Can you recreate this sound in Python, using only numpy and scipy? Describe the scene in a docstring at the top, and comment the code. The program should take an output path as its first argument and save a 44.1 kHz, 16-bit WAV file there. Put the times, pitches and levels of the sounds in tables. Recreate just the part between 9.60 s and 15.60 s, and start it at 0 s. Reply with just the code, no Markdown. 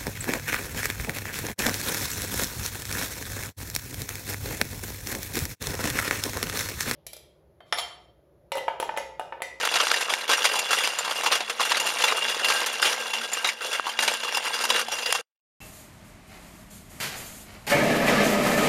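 """Paddle slaps on loose gravel lead: a small robot on metal paddle wheels clatters along, heard close by.
Each slap is a burst of shaped noise with a low knock, a high tick and a clean decaying rap.
Stones grind and click as the wheels plough in: noise and short damped tones, swelling at each dig.
Slaps and grinding excite the resonances of paddles and chassis; a faint wavering paddle ring follows the
crunch, and motor tones lie beneath. The sound stops abruptly."""
import sys
import numpy as np
from scipy.fft import rfft, irfft, next_fast_len
from scipy.io import wavfile
from scipy.ndimage import uniform_filter1d, map_coordinates

SR = 44100
rng = np.random.default_rng(int(sys.argv[2]) if len(sys.argv) > 2 else 0)


def unload_audio(sound):
    """Save the sound as a 16-bit wav file, at the path given as the first command line argument."""
    columns = np.transpose(np.atleast_2d(sound))
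    # keep every value between -1 and 1, then stretch to whole-number steps
    steps = np.round(np.clip(columns, -1, 1) * 32767)
    wavfile.write(sys.argv[1], SR, steps.astype(np.int16))


N = 264746

# Motor tones: (mean frequency [Hz], frequency waver [Hz])
MOTOR_TONES = [(81, 1), (161, 1), (233, 3.5)]
# Mean motor tone levels under load: (time [s], low tone [dB], middle tone [dB], high tone [dB])
MOTOR_LOAD = [(0.05, -76, -63, -62), (0.46, -100, -88, -65.5), (1.28, -83, -67, -65),
              (3.62, -85, -71.5, -59), (4.17, -79, -85, -70), (4.45, -75, -64.5, -59.5),
              (4.89, -75, -75, -65.5), (5.07, -73, -73.5, -51.5), (5.55, -68, -69, -66.5)]
# Mean level of the paddles' faint wavering ring: (time [s], level over the crunch [dB])
PADDLE_HUM = [(0, -18), (.7, -12.5), (1.3, -15.5), (1.8, -24), (2.3, -21), (2.8, -21), (2.97, -3),
              (3.12, -19), (3.5, -9), (3.9, -14), (4.12, -12.5), (4.5, -12), (4.75, -22), (5.0, -10),
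              (5.3, -14), (5.6, -16.5)]
# Bed of shifting gravel that never stops: (time [s], crunch level [dB])
GRAVEL_BED = [(0.0, -27.5), (0.32, -28), (0.53, -37.5), (0.92, -34), (1.56, -33), (1.99, -35.5),
              (2.21, -28.5), (3.4, -33), (3.79, -43), (4.64, -34), (5.02, -30.5), (5.45, -37.5)]
# Wheels dig in and plough through the stones: (time [s], crunch level at the start [dB], length [s],
# treble over crunch [dB], paddle ring over crunch [dB])
WHEEL_PLOUGHS = [(0, -41.5, 0.043, -11, 3.5), (0.136, -30.5, 0.31, -1.5, -13),
                 (0.49, -31, 0.15, -2.5, -13.5), (0.69, -20.5, 0.064, -7.5, 1.5),
                 (0.768, -29.5, 0.16, -5.5, 6.5), (0.932, -37.5, 0.087, -0.5, 11.5),
                 (1.106, -32, 0.25, 1, 4), (1.387, -31.5, 0.036, -17, -2.5), (1.494, -38, 0.18, -2, -4),
                 (1.631, -25, 0.043, -5, -4), (1.711, -26.5, 0.086, -8, -2), (2.001, -30, 0.11, 0.5, 3.5),
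                 (2.1, -32, 0.1, -5, -7.5), (2.262, -44, 0.087, 13.5, 10), (2.385, -28, 0.14, -0.5, -4.5),
                 (2.563, -55, 0.75, 4.5, 8.5), (2.845, -31, 0.18, -0.5, 6), (3.07, -57.5, 0.074, 1.5, 10),
                 (3.216, -27.5, 0.13, 3, -0.5), (3.394, -39.5, 0.35, -1, 8.5), (3.715, -33, 0.22, -4.5, -1),
                 (4.015, -34, 0.19, -6, 8), (4.225, -38.5, 0.13, -11.5, -8.5), (4.39, -30, 0.18, -2.5, 4.5),
                 (4.597, -40, 0.048, 0, 1), (4.731, -39.5, 0.047, -16, 12), (4.838, -49.5, 0.41, 8.5, 11),
                 (5.087, -32, .13, -8.5, 10.5), (5.322, -44.5, 0.48, 3, 11.5), (5.503, -32, 0.051, -7.5, 1)]
# Broad colour of stone on stone and metal: (frequency [Hz], gain [dB])
STONE_COLOUR = [(30, -67.5), (150, -22), (300, -9.5), (500, -3.5), (1000, 1.5), (2000, 1.5), (4000, 1.5),
                (7000, 1.5), (10000, 0), (13000, -6), (15200, -59.5), (15400, -56), (15800, -62)]
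# Modes of paddles and chassis, close groups as the wheels differ a little:
# (frequency [Hz], width [Hz], mean gain [dB])
METAL_MODES = [(491, 64, -6.5), (873, 33, -9.5), (1355, 17, -8), (1590, 34, -14.5), (2752, 20, 6.5),
               (2807, 28, 9), (2930, 10, -12), (2913, 38, -13), (3030, 47, -13.5), (3395, 42, 1.5),
               (4830, 50, -4.5), (5075, 18, -12.5), (4860, 11, -19.5), (5660, 24, -3), (6085, 74, -11),
               (7080, 29, -4.5), (6850, 35, -7), (8840, 240, -13), (9900, 58, -24.5), (10300, 65, -9),
               (11450, 150, -28), (12500, 240, -23.5)]
# Paddle slaps; each part's level is relative to the slap and is further offset by the constants below:
# (first touch [s], slap level [dB],
# fall [ms per 6 dB, held within 0.5 to 25; lower values mean the shortest slap],
# knock frequency [Hz], knock level [dB], tick frequency [Hz], tick level [dB],
# treble level [dB], paddle ring level [dB])
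PADDLE_SLAPS = [(0.05, -5.5, 5.5, 1396, -6.5, 3500, -26.5, -12, -17),
                (0.073, -5, -0.5, 1285, -8, 3070, -15, -12, -18),
                (0.112, -25, -3, 1270, -3, 3360, -18, -19, -19.5),
                (0.155, -2.5, 6.5, 1290, -15.5, 3780, -17, -28.5, -17),
                (0.2, -3, 8.5, 1270, -8, 3100, -21, -31.5, -24),
                (0.213, -10, -2, 1210, -14, 5960, -6, -8, -18),
                (0.268, -8, 2, 1350, -5, 3280, -25, -19.5, -11.5),
                (0.314, 1, 1.5, 1340, -10, 3470, -35.5, -14, -24.5),
                (0.339, -5.5, 5.5, 1880, -4, 3050, -21, -17, -19.5),
                (0.36, -9, 10, 2490, -15, 3770, -19, -19.5, -20),
                (0.407, -9, 11, 1840, -15, 3480, -24, -12, -18),
                (0.482, -18.5, 5, 1040, 7, 3480, -18, -30, -25),
                (0.5, -7.5, 5.5, 1040, -16, 3360, -11, -25, -24),
                (0.518, -18, 18, 1420, -4.5, 3430, -26, -22, -15.5),
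                (0.536, -2.5, 2, 2110, -16.5, 3530, -12, -15.5, -25),
                (0.583, -16.5, 7, 2280, -6, 3310, -16, -16, -19.5),
                (0.61, -16, 4.5, 2050, -14.5, 4050, -12.5, -19, -19),
                (0.677, -15, 9, 1460, -12.5, 3440, -20, -18, -9.5),
                (0.693, -3.5, 7.5, 944, -7.5, 3340, -19, -18.5, -24),
                (0.713, -6.5, 6.5, 1430, -15.5, 3780, -12, -12, -16.5),
                (0.731, -1.5, 8, 1760, -9.5, 6000, -27, -17, -21),
                (0.789, -16.5, 6.5, 1617, -10, 3390, -20, -20, -20),
                (0.842, -3, 7.5, 1310, -10, 4900, -26.5, -14.5, -17.5),
                (0.85, -1, 11.5, 2030, -10.5, 3180, -25, -15, -20.5),
                (0.888, -13.5, 4.5, 1610, -10, 3380, -18, -15.5, -16.5),
                (0.939, -16.5, 6.5, 1062, 3.5, 3460, -22, -14, -22.5),
                (0.954, -11, 10.5, 828, 0, 3050, -15, -11.5, -14),
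                (0.989, -7, 5.5, 2410, -15.5, 7030, -15, -5.5, -17.5),
                (1.087, -16, 8.5, 1615, -4.5, 6100, -22.5, -18, -12.5),
                (1.106, -6, 10.5, 1246, -10, 4400, -23, -20.5, -12),
                (1.129, -2, 7, 1400, -8, 3400, -36.5, -17.5, -17.5),
                (1.185, -10, 7, 2130, -3, 3320, -12, -10, -19),
                (1.202, -12, 16.5, 1580, -13, 3350, -13, -22, -18),
                (1.233, -10, 20, 2470, -6, 4900, -16.5, -18, -27.5),
                (1.242, -13.5, 8, 1970, -7.5, 3190, -20, -13.5, -19.5),
                (1.273, -3, 2, 870, -36, 3120, -19, -16, -21.5),
                (1.319, -15.5, -1.5, 1600, -6.5, 3420, -18, -20, -20.5),
                (1.385, -13.5, 9, 1210, -5, 7170, -9, -5.5, -19),
                (1.444, -13.5, 15, 990, -10, 3430, -23, -16, -26),
                (1.476, -15, 3, 950, 2.5, 3140, -19.5, -19, -22.5),
                (1.508, -12.5, 10.5, 1300, -4.5, 3170, -20.5, -16, -20.5),
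                (1.522, -10.5, -1, 1420, -8, 4810, -18, -14, -17.5),
                (1.555, -19.5, 11.5, 824, -6, 5000, -11, -16, -17.5),
                (1.609, -10.5, 1, 1700, -0.5, 3350, -20.5, -17, -19),
                (1.634, -15.5, -0.5, 1000, -2.5, 3350, -19.5, -15, -10),
                (1.66, -4.5, 10.5, 991, -4.5, 4790, -35, -27.5, -9.5),
                (1.72, -2, 12, 1214, -10, 3500, -27, -28, -15),
                (1.752, -8.5, 7.5, 1840, -5.5, 3380, -17, -9.5, -25.5),
                (1.804, -8, 7, 755, -1.5, 3680, -23, -35, -28),
                (1.896, -7, 7.5, 1635, -27, 3430, -31, -15.5, -20.5),
                (1.995, -11, 8.5, 1094, 2, 5030, -19.5, -26, -19.5),
                (2.004, -4, 6, 930, -7.5, 3026, -20, -35, -24),
                (2.013, -8.5, 8.5, 1230, -14, 3400, -16.5, -37, -27),
                (2.05, -11, 7.5, 1510, -5.5, 3380, -20.5, -11, -21.5),
                (2.117, 1, 3.5, 904, -9, 3500, -22, -24.5, -19.5),
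                (2.142, -10, 13, 2030, -5, 3840, -13, -25, -26),
                (2.168, -6.5, 7.5, 1490, -11.5, 4490, -18, -13, -26),
                (2.198, -10, 7.5, 1220, -16.5, 7010, -18, -7.5, -7.5),
                (2.265, -11, 11, 1290, -15, 3330, -12, -15, -12),
                (2.399, -20, -5, 1440, -6.5, 3400, -17, -15, -9.5),
                (2.437, -2, 8.5, 990, -12, 3390, -18.5, -26, -10),
                (2.48, -5, 11, 2470, -5, 3800, -11, -16.5, -26),
                (2.521, -9.5, 2.5, 1203, 3.5, 3140, -18.5, -29, -23),
                (2.568, -13.5, 6.5, 786, -13.5, 3430, -12, -6.5, -17.5),
                (2.65, -10, -4, 1865, -4, 3420, -16, -28, -18),
                (2.69, -16.5, 18.5, 1560, -14, 3740, -18, -6, -13.5),
                (2.744, -11.5, 5, 970, -8, 3410, -18, -18, -16),
                (2.793, -12.5, 9, 1530, -4, 3360, -19, -17.5, -23.5),
                (2.814, -18.5, 2.5, 1640, -1, 3370, -18, -26, -14),
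                (2.844, -4, 4.5, 2270, -15.5, 3540, -20.5, -31, -12),
                (2.883, -5.5, 8, 1946, -9.5, 4370, -15.5, -13, -22),
                (2.899, -4.5, 11.5, 1110, -7.5, 3420, -29, -18, -21.5),
                (2.935, -14, 5, 1630, -11, 3380, -25, -15, -6),
                (2.954, -11.5, 6, 1600, -17, 3410, -13, -20, -14.5),
                (2.972, -16, 11, 1610, -5.5, 3420, -13.5, -25, -19),
                (3.061, -8, 8, 1580, -14, 6120, -19, -8, -18.5),
                (3.127, -20.5, 11.5, 2430, -12, 3300, -14, -4, -17.5),
                (3.199, -17, -1.5, 1100, -5, 4980, -20.5, -10.5, -17),
                (3.225, -0.5, 7, 1530, -6, 5130, -18.5, -24, -19.5),
                (3.25, -5, 20.5, 2420, -13.5, 3050, -21, -27, -12),
                (3.326, -9.5, 4, 1340, -2.5, 3810, -18, -18.5, -8.5),
                (3.377, -17, 9, 774, -2, 3130, -19, -20, -17),
                (3.433, -21, -2.5, 1200, -7, 3310, -18, -19, -11.5),
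                (3.533, -11.5, 13, 961, -11, 3140, -16, -17, -13.5),
                (3.613, -14, 4.5, 1500, -8, 3290, -22, -16, -18),
                (3.634, -16, 10.5, 1600, -25, 3370, -20, -16, -17.5),
                (3.732, -18.5, 5.5, 984, -39, 7060, -1, 1, -19),
                (3.844, -3.5, 12, 970, -14, 3880, -15, -37, -18),
                (3.871, -11, 9.5, 1740, -28, 3710, -16, -9.5, -25),
                (3.887, -7, 8, 2085, -4, 4900, -25, -18, -20),
                (4.006, -21, 13.5, 1490, 0, 3120, -20, -24, -13.5),
                (4.029, -25.5, -8, 1440, -8.5, 5620, -18, -16, -11),
                (4.061, -23.5, 18, 1605, -15, 3400, -24, -5, -20.5),
                (4.128, -9, 13.5, 1520, -16, 3360, -18, -13, -24),
                (4.147, -14.5, 9, 2120, -7, 3470, -26, -31, -18),
                (4.195, -14.5, -1, 1222, 5, 3290, -21, -29, -31),
                (4.265, -15.5, 12.5, 1020, 4.5, 3100, -31, -18, -15),
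                (4.29, -16.5, 9.5, 1600, -24, 3110, -9, -12, -12.5),
                (4.389, -0.5, 2, 2210, -13.5, 3830, -13, -33.5, -17),
                (4.423, -6, 12.5, 1740, -7, 3240, -22.5, -11.5, -22.5),
                (4.477, -1.5, 9, 2430, -13, 3920, -26.5, -17.5, -24.5),
                (4.537, -12.5, 3.5, 1170, -7.5, 7120, -25.5, -5.5, -16.5),
                (4.634, -10.5, 2.5, 1560, -19, 3420, -11, -18, -21),
                (4.648, -15.5, 5.5, 1170, -3, 3260, -19.5, -16, -17.5),
                (4.676, -20, 5, 1110, 0, 3370, -20, -21, -20),
                (4.723, -12, 3.5, 842, -19, 5620, -12, -26, -20),
                (4.745, -10.5, 9.5, 885, -16.5, 5060, -17, -14, -11),
                (4.771, -6.5, 2.5, 940, -6.5, 3700, -24, -8.5, -10),
                (4.825, -19.5, 7, 751, -14, 3160, -12, -19.5, -13),
                (4.839, -21, 2, 2330, -15, 3170, -18, -11, -19.5),
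                (4.865, -20, 1.5, 1560, -12, 4820, -18, -16, -14.5),
                (4.904, -21.5, 4.5, 886, 4.5, 3290, -18, -21, -15.5),
                (4.939, -11, 9, 1577, -9.5, 4810, -12, -16, -16),
                (4.988, -14, 3, 1140, -7, 5040, -10, -15, -22),
                (5.01, -16, 11, 1570, -8.5, 4880, -13.5, -6, -20.5),
                (5.037, -13, 8.5, 942, -2, 4940, -18, -5.5, -14.5),
                (5.052, -5.5, 1, 1390, -6.5, 5770, -9.5, -6.5, -28.5),
                (5.102, 0, 3.5, 894, -6, 3820, -17, -30.5, -11),
                (5.142, -15.5, 6, 1760, -4.5, 3830, -16, -16, -26),
                (5.159, -6, 8, 1635, -11, 3810, -21, -19, -19),
                (5.192, -10, 10, 1420, -5, 3150, -19, -9, -18),
                (5.212, -13.5, 5, 2170, -7.5, 6040, -15, -16.5, -17.5),
                (5.282, -18.5, 6, 778, 0, 3140, -15, -11, -14.5),
                (5.316, -16, 12, 1610, -19, 5660, -10.5, -8, -11),
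                (5.385, -11, 6.5, 2020, -15, 3140, -18, -20, -17.5),
                (5.422, -16, 10.5, 1030, -11, 4850, -12, -22, -15.5),
                (5.458, -9, 9.5, 1550, -13, 4860, -21, -29.5, -11.5),
                (5.502, -14.5, 8, 2430, -8.5, 4920, -13.5, -17.5, -13),
                (5.524, 0, 1.5, 861, -23, 3320, -13.5, -9, -22),
                (5.548, -7, 8, 1130, -14, 3300, -23, -15, -21.5)]
# Overall level, with the cut at the end: (time [s], level [dB])
END_CUT = [(0, 0), (5.612, 0), (5.615, -20), (5.65, -60), (6.1, -90)]
# Narrow gap in the treble response: (frequency [Hz], width [Hz], gain at the centre [dB])
TREBLE_GAP = (7820, 420, -12.5)

PADDLE_HUM_HZ = 1592  # mean frequency
DIG_S, LIFT_S, EASE_DB = 0.004, 0.01, 11.5  # digging in, lifting out, loss over the length
BED_TREBLE_DB, BED_RING_DB = -12.5, -0.5  # over the bed's crunch
RUB_DB = 5  # how hard grinding shakes the metal
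RISE_MS, RISE_PER_FALL = 2.27, 0.15  # touch to peak; long slaps swell more slowly
SCRAPE_DB, TREBLE_DB, KNOCK_DB, TICK_DB, RAP_DB = -16, -12, -14.5, -5.5, -5.5  # offsets of a slap's parts
RAP_CYCLES = 0.9  # cycles in which the rap decays by 1/e
CRISP_MS, CRISP_DB = 1.5, 11  # the rap is stronger in short slaps: decay over fall time, limit of the boost
JOLT_DB = 8  # from a slap's ring level to the force behind it
TOP_HZ = 15790  # upper band limit


def amp(db):
    """The decibel law: amplitude gain of a level in dB."""
    return 10 ** (np.asarray(db) / 20)


def unit(x):
    """Normalisation of power: scaled to rms 1."""
    return x / np.sqrt(np.mean(x ** 2) + 1e-20)


def curves(rows):
    """Linear interpolation: one value per sample for each column after the time."""
    s, *columns = np.transpose(rows)
    return [np.interp(np.arange(N) / SR, s, column) for column in columns]


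def wobble(rate):
    """Slow random modulation: a smooth curve through random knots, rate of them a second."""
    knots = rng.standard_normal(int(N * rate / SR) + 4)
    return map_coordinates(knots, [np.arange(N) * rate / SR])


def filtered(x, response):
    """Linear filtering: the spectrum of x times a complex response of frequency."""
    m = next_fast_len(x.shape[-1] * 9 // 8)  # zero padding gives the tails room
    spectrum = rfft(x, m) * response(np.fft.rfftfreq(m, 1 / SR))
    return irfft(spectrum, m)[..., :x.shape[-1]]


def resonance(f, hz, width):
    """Damped harmonic oscillator: a causal response of peak gain 1."""
    return 1j * f * width / (hz * hz - f * f + 1j * f * width)


def dull(f):
    """Spectral division: share of a contact below the treble; sharp edges add more above."""
    return 1 / (1 + (f / 5000) ** 4)


def stony(f):
    """Spectral envelope: the broad colour of stone on stone and metal."""
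    hz, db = np.transpose(STONE_COLOUR)
    return amp(np.interp(np.log(f + 1), np.log(hz), db))


def tone(hz):
    """Frequency modulation: a sine of rms 1 whose phase accumulates its frequency."""
    return np.sqrt(2) * np.sin(2 * np.pi * np.cumsum(hz) / SR)


def motors():
    """Modulated tones: three low tones follow the motor load in level and waver randomly in pitch."""
    hum = 0
    for (hz, waver), db in zip(MOTOR_TONES, curves(MOTOR_LOAD)):
        level = amp(db + 3.5 * wobble(18))
        hum = hum + level * tone(hz + waver * wobble(11))
    return hum


def paddle_hum():
    """Modulated tone: a faint wavering metal ring of the paddles follows the crunch in level."""
    crunch_level = ploughing()[0]
    paddle_hum_level = crunch_level * amp(curves(PADDLE_HUM)[0] + 3.5 * wobble(25))
    return paddle_hum_level * tone(PADDLE_HUM_HZ + 24 * wobble(45))


def ploughing():
    """Forced displacement: levels of crunch, treble and ring from the bed plus each dig, ease and lift."""
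    t = np.arange(N) / SR
    crunch = amp(curves(GRAVEL_BED)[0])
    treble = crunch * amp(BED_TREBLE_DB)
    ring = crunch * amp(BED_RING_DB)
    for s, db, length, treble_db, ring_db in WHEEL_PLOUGHS:
        easing = amp(db - EASE_DB * np.clip((t - s) / length, 0, 1))
        push = easing * np.interp(t, np.cumsum([s, DIG_S, length, LIFT_S]), [0, 1, 1, 0])
        crunch = crunch + push
        treble = treble + push * amp(treble_db)
        ring = ring + push * amp(ring_db)
    return crunch, treble, ring


def grit(count, spread_db, cycles):
    """Random impacts: stone clicks as short damped tones of scattered time, pitch, size and life."""
    when, pitch, size, life = rng.random((count, 4)).T
    hz = 450 * 28 ** pitch
    t = np.arange(400) / SR
    turns = hz[:, None] * t
    decay = np.exp(-turns / (cycles * (0.36 + life[:, None] ** 2)))
    attack = 1 - np.exp(-turns / 0.1)
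    strength = amp(spread_db * size ** 2) * np.sqrt(hz / 1000)
    clicks = np.sin(2 * np.pi * turns) * decay * attack
    clicks *= strength[:, None] * np.linspace(1, 0, t.size)  # ends each click at zero
    at = (when * N).astype(int)[:, None] + np.arange(t.size)
    return unit(np.bincount(at.ravel(), clicks.ravel(), N + t.size)[:N])


def grinding():
    """Granular friction in clumps: hiss, ringing chips, dry clicks; returns crunch and force on the metal."""
    level, treble, ring = ploughing()
    clumps = amp(1.6 * wobble(45) + 1.5 * wobble(160))
    chips = 0.65 * grit(count=5000, spread_db=1.5, cycles=18.0)
    clicks = 0.75 * grit(count=5000, spread_db=12, cycles=0.9)
    rub = clumps * (0.82 * rng.standard_normal(N) + chips + clicks)
    crunch = unit(filtered(rub, stony))
    low = filtered(crunch, dull)
    heard = level * low + treble * (crunch - low)
    return heard, amp(RUB_DB) * ring * unit(rub)


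def paddles(force):
    """Modal resonance: each mode takes the force unevenly, as the point of contact keeps moving."""
    ring = np.zeros(N)
    for hz, width, db in METAL_MODES:
        uneven_force = force * amp(db + 3 * wobble(22))
        ring += filtered(uneven_force, lambda f: resonance(f, hz, width))
    return ring


def slaps():
    """Impact excitation: ragged contacts give scrape, knock, tick and rap; returns these and metal jolts."""
    contact, shake = np.zeros((2, N + SR))
    ms = np.arange(SR // 8) * 1000 / SR
    for s, db, fall, knock_hz, knock_db, tick_hz, tick_db, treble_db, ring_db in PADDLE_SLAPS:
        noise, raggedness = rng.standard_normal((2, ms.size))
        noise = noise * np.exp(0.17 * unit(uniform_filter1d(raggedness, size=30)))

        fall = np.clip(fall, 0.5, 25)
        rise = RISE_MS + RISE_PER_FALL * fall
        late = ms - rise  # time after the peak
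        swell = amp(db - 6 * np.maximum(late, 0) / fall) * np.clip(ms / rise, 0, 1) ** 0.5
        swell *= 1 + 0.14 * np.exp(-np.abs(late) / 0.2)  # the hardest contact is a short crack

        def part(response):
            """Filtered excitation: one band of the burst at rms 1."""
            return unit(filtered(noise, response))

        scrape = amp(SCRAPE_DB) * part(lambda f: stony(f) * dull(f))
        scrape += amp(treble_db + TREBLE_DB) * part(lambda f: stony(f) * (1 - dull(f)))
        knock = amp(knock_db + KNOCK_DB) * part(lambda f: resonance(f, knock_hz, 0.45 * knock_hz) ** 2)
        tick = amp(tick_db + TICK_DB) * part(lambda f: resonance(f, tick_hz, 0.091 * tick_hz) ** 2)

        # the stone's clean rap starts at the peak
        turns = np.maximum(late, 0) * knock_hz / 1000
        rap_level = amp(db + knock_db + RAP_DB + CRISP_DB * np.exp(-fall / CRISP_MS))
        rap = rap_level * np.sin(2 * np.pi * turns) * np.exp(-turns / RAP_CYCLES)

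        start = round(s * SR)
        at = slice(start, start + ms.size)
        contact[at] += swell * (scrape + knock + tick) + rap
        shake[at] += swell * amp(ring_db + JOLT_DB) * unit(noise)
    # small stones push little air at low pitch
    contact = filtered(contact, lambda f: f ** 4 / (f ** 4 + 280 ** 4))
    return contact[:N], shake[:N]


def scene():
    """Superposition: contacts heard directly and through the ringing metal, over the motors."""
    crunch, rubbing = grinding()
    contact, jolts = slaps()
    ringing = paddles(rubbing + jolts) + paddle_hum()
    return (crunch + contact + ringing + motors())[None]


def record(dry):
    """Saturation and band limiting: the microphone rounds hard peaks; end cut, treble gap and limit follow."""
    hz, width, db = TREBLE_GAP
    rounded = dry / (1 + np.abs(dry / 0.62) ** 4) ** (1 / 4)
    ended = rounded * amp(curves(END_CUT)[0])

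    def response(f):
        """Band limitation: a bell-shaped gap in dB and a sharp upper limit."""
        return amp(db * np.exp(-((f - hz) / width * 2.4) ** 2)) * (f < TOP_HZ)

    return filtered(ended, response)


dry = scene()
out = record(dry)
unload_audio(out)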